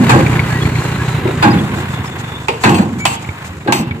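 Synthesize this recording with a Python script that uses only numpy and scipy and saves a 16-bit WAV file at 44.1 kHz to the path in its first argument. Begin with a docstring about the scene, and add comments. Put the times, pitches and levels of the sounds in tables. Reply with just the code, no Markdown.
"""Dump truck lowering its bed

A diesel truck pulls away over a dirt lot as its steel bed comes down with a hydraulic whine. The engine
thuds, slows and recedes. The swinging tailgate slams four times and makes the bed boom; its catches
clank, the chassis knocks and pivots squeak. Taken in the open from a few metres, on a closely spaced
pair of microphones that overload on the slams."""
import sys
import numpy as np
from scipy import signal
from scipy.fft import rfft, irfft, next_fast_len
from scipy.io import wavfile
from scipy.ndimage import map_coordinates

SR = 44100
rng = np.random.default_rng(int(sys.argv[2]) if len(sys.argv) > 2 else 0)


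def to_wav(sig):
    """Store sig (one row per channel, or 1-D mono) as 16-bit WAV at the path in sys.argv[1].

    Samples outside -1..1 are clipped; the rate is SR.
    """
    pcm = np.clip(np.atleast_2d(sig), -1, 1) * 32767
    pcm = np.round(pcm).astype(np.int16)
    wavfile.write(sys.argv[1], SR, pcm.T)  # frames by channels


N = 176400

# tailgate slams: t/s, boom/dB, clash/dB, treble/dB, boom delay/s, stretch of chatter and boom/ratio
SLAMS = [(.093, -4, -10, -22, 0.027, 0.86), (1.425, -4, -10, -29.5, .018, 0.93),
         (2.636, -5, -8.5, -24.5, .018, 1.3), (3.674, -10.5, -22, -46, 0.0053, 0.81)]
# the gate's landing and rebounds: t after the slam/s (before stretch), level/dB
CHATTER = [(0, 7), (0.028, -5.5), (.06, -9.5), (0.111, -5.5)]
# spectra of the gate's first contact, its clash and the bed's boom: f/Hz, level/dB
IMPACT_SPECTRUM = [(300, -25), (900, -2), (1700, -9), (2600, -10), (3800, 6), (4900, 2), (5800, -38),
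                   (7500, -19), (9000, -8), (15000, -21)]
CLASH_SPECTRUM = [(100, -47), (300, 10.5), (600, -4.5), (850, 9.5), (1350, 1.5), (1700, 3), (2100, -3.5),
                  (2600, -1), (3100, -11.5), (4300, -9.5), (5600, -43), (9000, -64)]
BOOM_SPECTRUM = [(25, -57), (60, -11), (100, 1.5), (135, 4.5), (230, 0.5), (340, 10), (430, -7.5),
                 (590, -10), (800, -5), (1100, -6), (1500, -56), (3000, -52.5)]
# decay of the boom: f/Hz, t60/s (before stretch)
BOOM_DECAY = [(100, 1), (220, 1), (350, 0.53), (800, 0.54), (2000, 0.16)]
# modes of the bed panels: f/Hz, level/dB, t60/s
PANEL_MODES = [(130.4, 4, 0.4), (202.8, -2, 1), (233.5, -2, 1), (303.7, -5.5, 0.33), (345.4, -2.5, 1),
               (530.4, -11, 0.59), (766, -11.5, 0.5), (820, 0, 0.46), (875, 0, 0.13), (898, -19, 0.47),
               (1100, -4.5, 0.39), (1212, -11, 0.53), (1607, 1, 0.22), (1802, -12, .35)]
# dull bumps of the bed: t/s, level/dB, f/Hz, t60/s
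BED_BUMPS = [(0.0, -5, 240.4, 0.39), (.124, -24, 850, 0.16), (.134, -7.5, 517, 0.28),
             (0.847, -17.5, 350, 0.085), (1.254, -8.5, 365, 0.14), (1.281, -14.5, 382, 0.37),
             (1.551, -6.5, 190, 0.32), (2.484, -16.5, 460, 0.38), (2.791, -7, 224, 0.43),
             (3.66, -17, 385, 0.18), (3.681, -8, 383, 0.16), (3.798, -10, 209, 0.22)]
# clanks of the catches, with the gate's rebound at 2.743 s voiced the same way: t/s, crack/dB, treble/dB,
# ring/dB
CLANKS = [(2.483, -8, -19.5, -53), (2.692, -12.5, -17, -32.5), (2.743, -12, -27, -28),
          (3.053, -2, -8, -24.5), (3.723, -5, -7.5, -23)]
# a catch's crack and its ringing modes: f/Hz, level/dB
CRACK_SPECTRUM = [(200, -32), (500, -3.5), (900, 15), (1250, 2), (1700, -2), (2500, 4), (3000, 2.5),
                  (3500, -1.5), (4100, -8.5), (4900, -9.5), (5800, -22), (9000, -35)]
CATCH_MODES = [(2143, -7), (2476, -2), (2700, 0.5), (3068, -6), (4390, -2), (4511, -4), (6222, -7.5),
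               (7654, 3.5), (8053, -8), (9608, -6), (10970, -15.5), (12240, -16), (14100, -19), (14340, -8)]
# engine speed: t/s, firing rate/Hz
FIRING_RATE = [(0, 30.63), (1.1, 30.63), (1.6, 30.4), (2.0, 29.3), (2.15, 24.5), (2.5, 24), (3.0, 26.4),
               (4, 26.5)]
# engine loudness as the truck moves off: t/s, exhaust/dB, clatter/dB, hiss/dB
ENGINE_LEVELS = [(0, -16.5, -19, -31.5), (.35, -15.5, -22.5, -33), (.7, -19, -24, -34.5),
                 (1.08, -17, -24, -33.5), (1.25, -19.5, -25, -39.5), (1.7, -21, -24.5, -36.5),
                 (2.0, -25, -27, -40.5), (2.25, -27.5, -27.5, -42), (2.5, -29.5, -34.5, -42),
                 (3.0, -27.5, -32, -42.5), (3.4, -33.5, -32.5, -44.5), (3.6, -32.5, -33.5, -45.5),
                 (4, -26.5, -34.5, -50)]
# engine spectra, the hiss also serving for steel and grit: f/Hz, level/dB
EXHAUST_SPECTRUM = [(20, -36), (40, -41), (60, -12), (90, -3), (122, 5.5), (155, 2), (210, -16),
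                    (300, -15.5), (420, -36), (800, -45), (2000, -73)]
RUMBLE_SPECTRUM = [(20, -30), (40, -42), (70, -2), (120, -1), (200, -2.5), (370, -6.5), (520, -14),
                   (1000, -44), (3000, -80)]
CLATTER_SPECTRUM = [(150, -12), (400, -4), (600, -5), (950, 3), (1400, 0), (1700, 0), (2400, -4.5),
                    (3000, -8), (4000, -14.5), (5200, -24.5), (9000, -27.5)]
HISS_SPECTRUM = [(2000, 1.5), (4000, -2), (5700, -4.5), (7500, 3.5), (8600, -6.5), (11500, -13),
                 (14500, -17), (16000, -31)]
# chassis knocks: t/s, thud/dB, tick/dB
KNOCKS = [(0.262, -19, -5), (0.33, -9.5, -14), (.36, -34, -14), (0.393, -12, -3.5), (.523, -31, -16),
          (.653, -10.5, -10), (0.755, -20, -13), (0.785, -22, -22), (1.015, -25, -25), (1.896, -14, -32),
          (1.996, -12, -35), (3.247, -33, -22), (3.289, -12.5, -13.5), (3.445, -22, -24.5),
          (3.503, -18, -42), (3.554, -30, -40), (3.612, -29, -26), (3.909, -13, -12)]
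# the low and high parts of a knock: f/Hz, level/dB
THUD_SPECTRUM = [(20, -36), (50, -17), (90, 6), (130, -3), (220, -11.5), (500, -27.5), (2000, -70)]
TICK_SPECTRUM = [(500, -12), (1600, -4.5), (2000, 0.5), (2300, 14.5), (2700, -14), (3600, -7), (6000, -40)]
# pivot squeaks: t/s, length/s, f/Hz, level/dB
SQUEAKS = [(.49, 0.073, 1690, -26), (.52, 0.095, 1920, -26.5), (.61, 0.03, 3370, -25.5),
           (0.991, .045, 1680, -25), (1.42, 0.034, 4860, -26), (1.5, .03, 4900, -27.5),
           (1.578, 0.03, 3396, -26.5), (2.05, 0.039, 5250, -39), (2.335, 0.039, 3490, -31.5),
           (2.985, 0.082, 2280, -24.5), (2.985, 0.076, 6980, -37.5), (3.15, 0.047, 3280, -34)]
# gritty scrapes: t/s, length/s, level/dB
SCRAPES = [(1.723, 0.13, -36), (2.022, 0.073, -36.5), (2.176, 0.049, -32.5), (2.589, 0.12, -28.5),
           (2.977, 0.046, -32.5), (3.111, 0.064, -29), (3.209, 0.034, -36), (3.433, 0.067, -33.5),
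           (3.771, 0.035, -37)]
# hydraulic whine: t/s, f/Hz, level/dB
WHINE = [(.3, 4600, -44), (.6, 4354, -41), (1.0, 3970, -41.5), (1.3, 3790, -40.5), (1.7, 3590, -48),
         (2.05, 3510, -40), (2.45, 3540, -41), (2.6, 3480, -71)]
# bearings from the microphones as the truck moves past: t/s, lead of the right microphone/ms
GATE_BEARING = [(0, 0.4), (4, 0.335)]
BED_BEARING = [(0, 0.24), (4, 0.13)]
ENGINE_BEARING = [(0, -0.074), (.9, -0.071), (1.8, 0.14), (4, 0.14)]
# likeness of the sound at the two microphones: f/Hz, coherence/ratio
MIC_COHERENCE = [(60, 0.97), (250, 1), (500, 0.93), (1000, 0.55), (4000, 0.28), (12000, 0.18)]
# mismatch of the pair: f/Hz, left minus right/dB
MIC_BALANCE = [(60, -1.0), (92, -1.5), (140, -1.0), (210, -1.5), (330, -0.5), (500, 3), (760, -7.5),
               (1160, 3.5), (1780, -1.5), (2710, 3.5), (4140, -3.5), (6320, 3), (9660, -3), (14800, 3.5)]

STEEL_PEAKS_DB = 3  # depth of the crowded resonances in struck steel
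IMPACT_DB, IMPACT_T60, CLASH_T60 = -3.5, 0.037, 0.23  # level relative to the clash
PANEL_DB = -7  # relative to the boom
CRACK_T60, CRACK_TAIL_T60, CRACK_TAIL_DB = 0.071, 0.55, -13
CATCH_T60, CATCH_SEATS_S, CATCH_DAMP_S = .42, .09, .02
FIRING_OFFSET_S, FIRING_JITTER_S, FIRING_SCATTER_DB = 0.001095, 0.00056, 2.56
RUMBLE_DB, RATTLE_DB = -2.5, -10  # relative to the exhaust thumps and the clatter
RATTLE_HZ, RATTLE_SPREAD_OCT, RATTLE_T60, RATTLE_SCATTER_DB = 1576, .55, 0.065, 3
WHINE_WIDTH_HZ = 190
MIC_CEILING, MIC_TOP_HZ = 1, 15400


def tailgate():
    """Steel hits steel hard, then chatters as the gate rebounds."""
    out = np.zeros((2, N))
    for s, _, clash_db, treble_db, _, stretch in SLAMS:
        impact = steel(IMPACT_SPECTRUM) * decay(IMPACT_T60, attack_s=0.0014)
        add(out, s, amp(clash_db + IMPACT_DB) * impact)
        for after_s, db in CHATTER:
            clash = amp(clash_db) * steel(CLASH_SPECTRUM) * decay(CLASH_T60, attack_s=0.0019)
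            treble = amp(treble_db) * noise(HISS_SPECTRUM) * decay(t60=0.24, attack_s=0.00082)
            add(out, s + after_s * stretch, amp(db) * (clash + treble))
    return out


def bed_boom():
    """The empty bed booms and its panels ring just after each slam."""
    out = np.zeros((2, N))
    for s, boom_db, _, _, delay_s, stretch in SLAMS:
        boom = wash(BOOM_SPECTRUM, [(hz, t60 * stretch) for hz, t60 in BOOM_DECAY], attack_s=0.016)
        panels = amp(PANEL_DB) * ring(PANEL_MODES, attack_s=0.0017, drift_rad=0.52)
        add(out, s + delay_s, amp(boom_db) * (boom + panels))
    return out


def catches():
    """A hard crack, a short wash from the gate and a high steel ring, choked as the catch seats."""
    out = np.zeros((2, N))
    modes = [(hz, db, CATCH_T60) for hz, db in CATCH_MODES]
    choke = np.exp(-np.maximum(0, np.arange(SR) / SR - CATCH_SEATS_S) / CATCH_DAMP_S)
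    tail = amp(CRACK_TAIL_DB) * decay(CRACK_TAIL_T60, attack_s=0.0016)
    for s, crack_db, treble_db, ring_db in CLANKS:
        crack = amp(crack_db) * steel(CRACK_SPECTRUM) * (decay(CRACK_T60, attack_s=0.00051) + tail)
        snap = noise(HISS_SPECTRUM) * decay(t60=0.052, attack_s=0.00029)
        shimmer = amp(-14) * noise(HISS_SPECTRUM, peaks_db=8) * decay(t60=.45, attack_s=.003)
        ringing = amp(ring_db) * ring(modes, attack_s=0.00071, drift_rad=0.87)
        add(out, s, crack + amp(treble_db) * (snap + choke * shimmer) + choke * ringing)
    return out


def bed_bumps():
    """The bed shifts on its frame and rings dully."""
    out = np.zeros((2, N))
    for s, db, hz, t60 in BED_BUMPS:
        body = [(hz / 5, -40), (hz * 0.71, -12), (hz, 0), (hz * 1.174, -14),
                (hz * 1.43, -17), (hz * 8, -42), (hz * 20, -70)]
        add(out, s, amp(db) * noise(body) * decay(t60, attack_s=0.0017))
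    return out


def engine():
    """Each firing thumps the exhaust and drives clatter, hiss, rattle and whine, over a low rumble."""
    rate, = curves(FIRING_RATE)
    exhaust_db, clatter_db, hiss_db = curves(ENGINE_LEVELS)
    count = np.cumsum(rate) / SR
    times = np.interp(np.arange(int(count[-1])), count, np.arange(N) / SR) + FIRING_OFFSET_S
    kicks = np.zeros((1, N))
    for s, (late, size) in zip(times, rng.standard_normal((len(times), 2))):
        add(kicks, s + FIRING_JITTER_S * late, amp([FIRING_SCATTER_DB * size]))
    each_firing = lambda shape: unit(signal.fftconvolve(kicks[0], shape)[:N])
    thumps = each_firing(pulse(EXHAUST_SPECTRUM))
    rumble = amp(RUMBLE_DB + 1.3 * wobble(13)) * noise(RUMBLE_SPECTRUM, size=N)
    bursts = each_firing(decay(t60=0.18, attack_s=0.0025))
    clatter_envelope = unit((1.5 + bursts) * amp(2 * wobble(170) + 1.1 * wobble(8)))
    clatter = clatter_envelope * noise(CLATTER_SPECTRUM, size=N, peaks_db=2)
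    hiss_envelope = unit((3 + bursts) * amp(1.3 * wobble(200) + 1.7 * wobble(14)))
    hiss = hiss_envelope * noise(HISS_SPECTRUM, size=N)
    clatter += rattle(times)
    whine = hydraulics(each_firing(decay(t60=.05, attack_s=0.0016)))
    return amp(exhaust_db) * (thumps + rumble) + amp(clatter_db) * clatter + amp(hiss_db) * hiss + whine


def chassis():
    """Slack joints knock, dry pivots squeak and grit scrapes."""
    out = np.zeros((2, N))
    for s, thud_db, tick_db in KNOCKS:
        add(out, s, amp(thud_db) * pulse(THUD_SPECTRUM))
        add(out, s, amp(tick_db) * steel(TICK_SPECTRUM) * decay(t60=0.038, attack_s=0.0021))
    for s, length_s, hz, db in SQUEAKS:
        shape = swell(length_s)
        pitch = hz * (1 + 0.013 * wobble(511.7, size=len(shape)))
        add(out, s, amp(db) * shape * unit(np.sin(2 * np.pi * np.cumsum(pitch) / SR)))
    for s, length_s, db in SCRAPES:
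        shape = swell(length_s)
        grit = noise(HISS_SPECTRUM) * amp(0.94 * wobble(400, size=SR))
        add(out, s, amp(db) * shape * grit[:, :len(shape)])
    return out


def rattle(firing_times):
    """Loose fittings clink four times after each firing."""
    out, t = np.zeros((2, N)), np.arange(SR // 8) / SR
    shape = decay(RATTLE_T60, attack_s=0.0012)[:len(t)]
    for s in np.repeat(firing_times, 4):
        pitch, size, late, apart = rng.standard_normal(4)
        hz = RATTLE_HZ * 2 ** (RATTLE_SPREAD_OCT * pitch)
        clink = shape * np.sin(2 * np.pi * hz * t + apart * np.array([[.5], [-.5]]))
        add(out, s + 0.015 * abs(late), amp(RATTLE_DB + RATTLE_SCATTER_DB * min(size, 2)) * clink)
    return out


def hydraulics(bursts):
    """A narrow, sinking whine of oil that pulses with the engine."""
    hz, db = curves(WHINE)
    band = np.array([wobble(WHINE_WIDTH_HZ * 2) + 1j * wobble(WHINE_WIDTH_HZ * 2) for _ in range(2)])
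    whine = np.real(band * np.exp(2j * np.pi * np.cumsum(hz) / SR))
    return amp(db + 3.4 * wobble(22)) * unit((1.6 + bursts) * whine)


def wash(spectrum, t60s, attack_s):
    """Crowded plate modes: noise whose bands die at their own speeds."""
    plate, centres = steel(spectrum), [hz for hz, _ in t60s]
    out = np.zeros((2, SR))
    for weights, (_, t60) in zip(np.eye(len(centres)), t60s):
        band = filtered(plate, lambda hz: along(list(zip(centres, weights)), hz))
        out += band * decay(t60, attack_s)
    return out


def ring(modes, attack_s, drift_rad):
    """Single modes, a little different at every blow and at each microphone."""
    t, out = np.arange(SR) / SR, np.zeros((2, SR))
    for hz, db, t60 in modes:
        apart = stereo_angle(hz) * rng.normal(size=(2, 1))
        phase = 2 * np.pi * (hz * t + rng.random())
        phase += drift_rad * np.interp(t, np.linspace(0, 1, 40), rng.standard_normal(40))
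        out += amp(db + rng.normal(0, 2.7)) * decay(t60, attack_s) * np.sin(phase + apart)
    return out


def steel(spectrum):
    """One second of noise with the crowded resonances of struck steel."""
    return noise(spectrum, peaks_db=STEEL_PEAKS_DB)


def noise(spectrum, size=SR, peaks_db=0):
    """Coloured stereo noise of rms 1, wider toward the treble; peaks_db adds narrow resonances."""
    def response(hz):
        peaks = peaks_db * np.interp(np.sqrt(hz), np.linspace(0, 150, 300), rng.standard_normal(300))
        angle = stereo_angle(hz)
        return amp(along(spectrum, hz) + peaks) * [np.cos(angle), np.sin(angle)]
    mid, side = filtered(rng.standard_normal((2, size)), response)
    return unit(np.array([mid + side, mid - side]))


def pulse(spectrum, size=8192):
    """A minimum-phase pulse of peak 1 with the given spectrum."""
    cepstrum = irfft(np.log(amp(along(spectrum, np.fft.rfftfreq(size, 1 / SR)))))
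    cepstrum[1:size // 2] *= 2
    cepstrum[size // 2 + 1:] = 0
    wave = irfft(np.exp(rfft(cepstrum)))
    return wave / np.abs(wave).max()


def decay(t60, attack_s):
    """One second of a struck envelope, falling 60 dB in t60 seconds."""
    t = np.arange(SR) / SR
    return np.exp(-np.log(1000) * t / t60) * (1 - np.exp(-t / attack_s))


def swell(length_s):
    """A smooth rise and fall."""
    return signal.windows.tukey(int(length_s * SR), .7)


def wobble(rate, size=N):
    """A smooth random curve, rate knots a second."""
    return map_coordinates(rng.standard_normal(4096), [np.arange(size) * rate / SR], mode="wrap")


def amp(db):
    """Decibels to gain."""
    return 10 ** (np.asarray(db) / 20)


def unit(x):
    """Scale to rms 1."""
    return x / np.sqrt(np.mean(x ** 2) + 1e-20)


def along(points, hz):
    """Interpolate (f/Hz, value) points on a log frequency axis."""
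    freqs, values = np.transpose(points)
    return np.interp(np.log(hz + 1), np.log(freqs + 1), values)


def curves(rows):
    """One value per sample for each column after the time."""
    times, *columns = np.transpose(rows)
    return [np.interp(np.arange(N) / SR, times, column) for column in columns]


def filtered(x, response):
    """Filter x by a gain that depends on frequency."""
    size = x.shape[-1]
    padded = next_fast_len(size + 4096)
    return irfft(rfft(x, padded) * response(np.fft.rfftfreq(padded, 1 / SR)), padded)[..., :size]


def add(track, s, x):
    """Mix x into the track at time s."""
    start = max(0, round(s * SR))
    track[:, start:start + x.shape[-1]] += x[..., :N - start]


def stereo_angle(hz):
    """Mid-side angle in radians: zero where both microphones hear the same."""
    return np.arccos(np.clip(along(MIC_COHERENCE, hz), 0, 1)) / 2


def placed(x, bearing):
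    """The sound reaches one microphone before the other."""
    lead_ms, = curves(bearing)
    shift = lead_ms * SR / 1000 / 2
    return np.array([map_coordinates(side, [np.arange(N) + sign * shift], order=3)
                     for side, sign in zip(x, (-1, 1))])


def scene():
    """From a few metres off, engine and chassis, bed and tailgate each have their own bearing."""
    truck = placed(engine() + chassis(), ENGINE_BEARING)
    bed = placed(bed_boom() + bed_bumps(), BED_BEARING)
    gate = placed(tailgate() + catches(), GATE_BEARING)
    return truck + bed + gate


def record(dry):
    """Two slightly unlike microphones overload softly on the peaks and lose the top of the treble."""
    pair = filtered(dry, lambda hz: amp(along(MIC_BALANCE, hz) * np.array([[.5], [-.5]])))
    overloaded = pair / (1 + np.abs(pair / MIC_CEILING) ** 6) ** (1 / 6)
    return filtered(overloaded, lambda hz: hz < MIC_TOP_HZ)


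dry = scene()
out = record(dry)
to_wav(out)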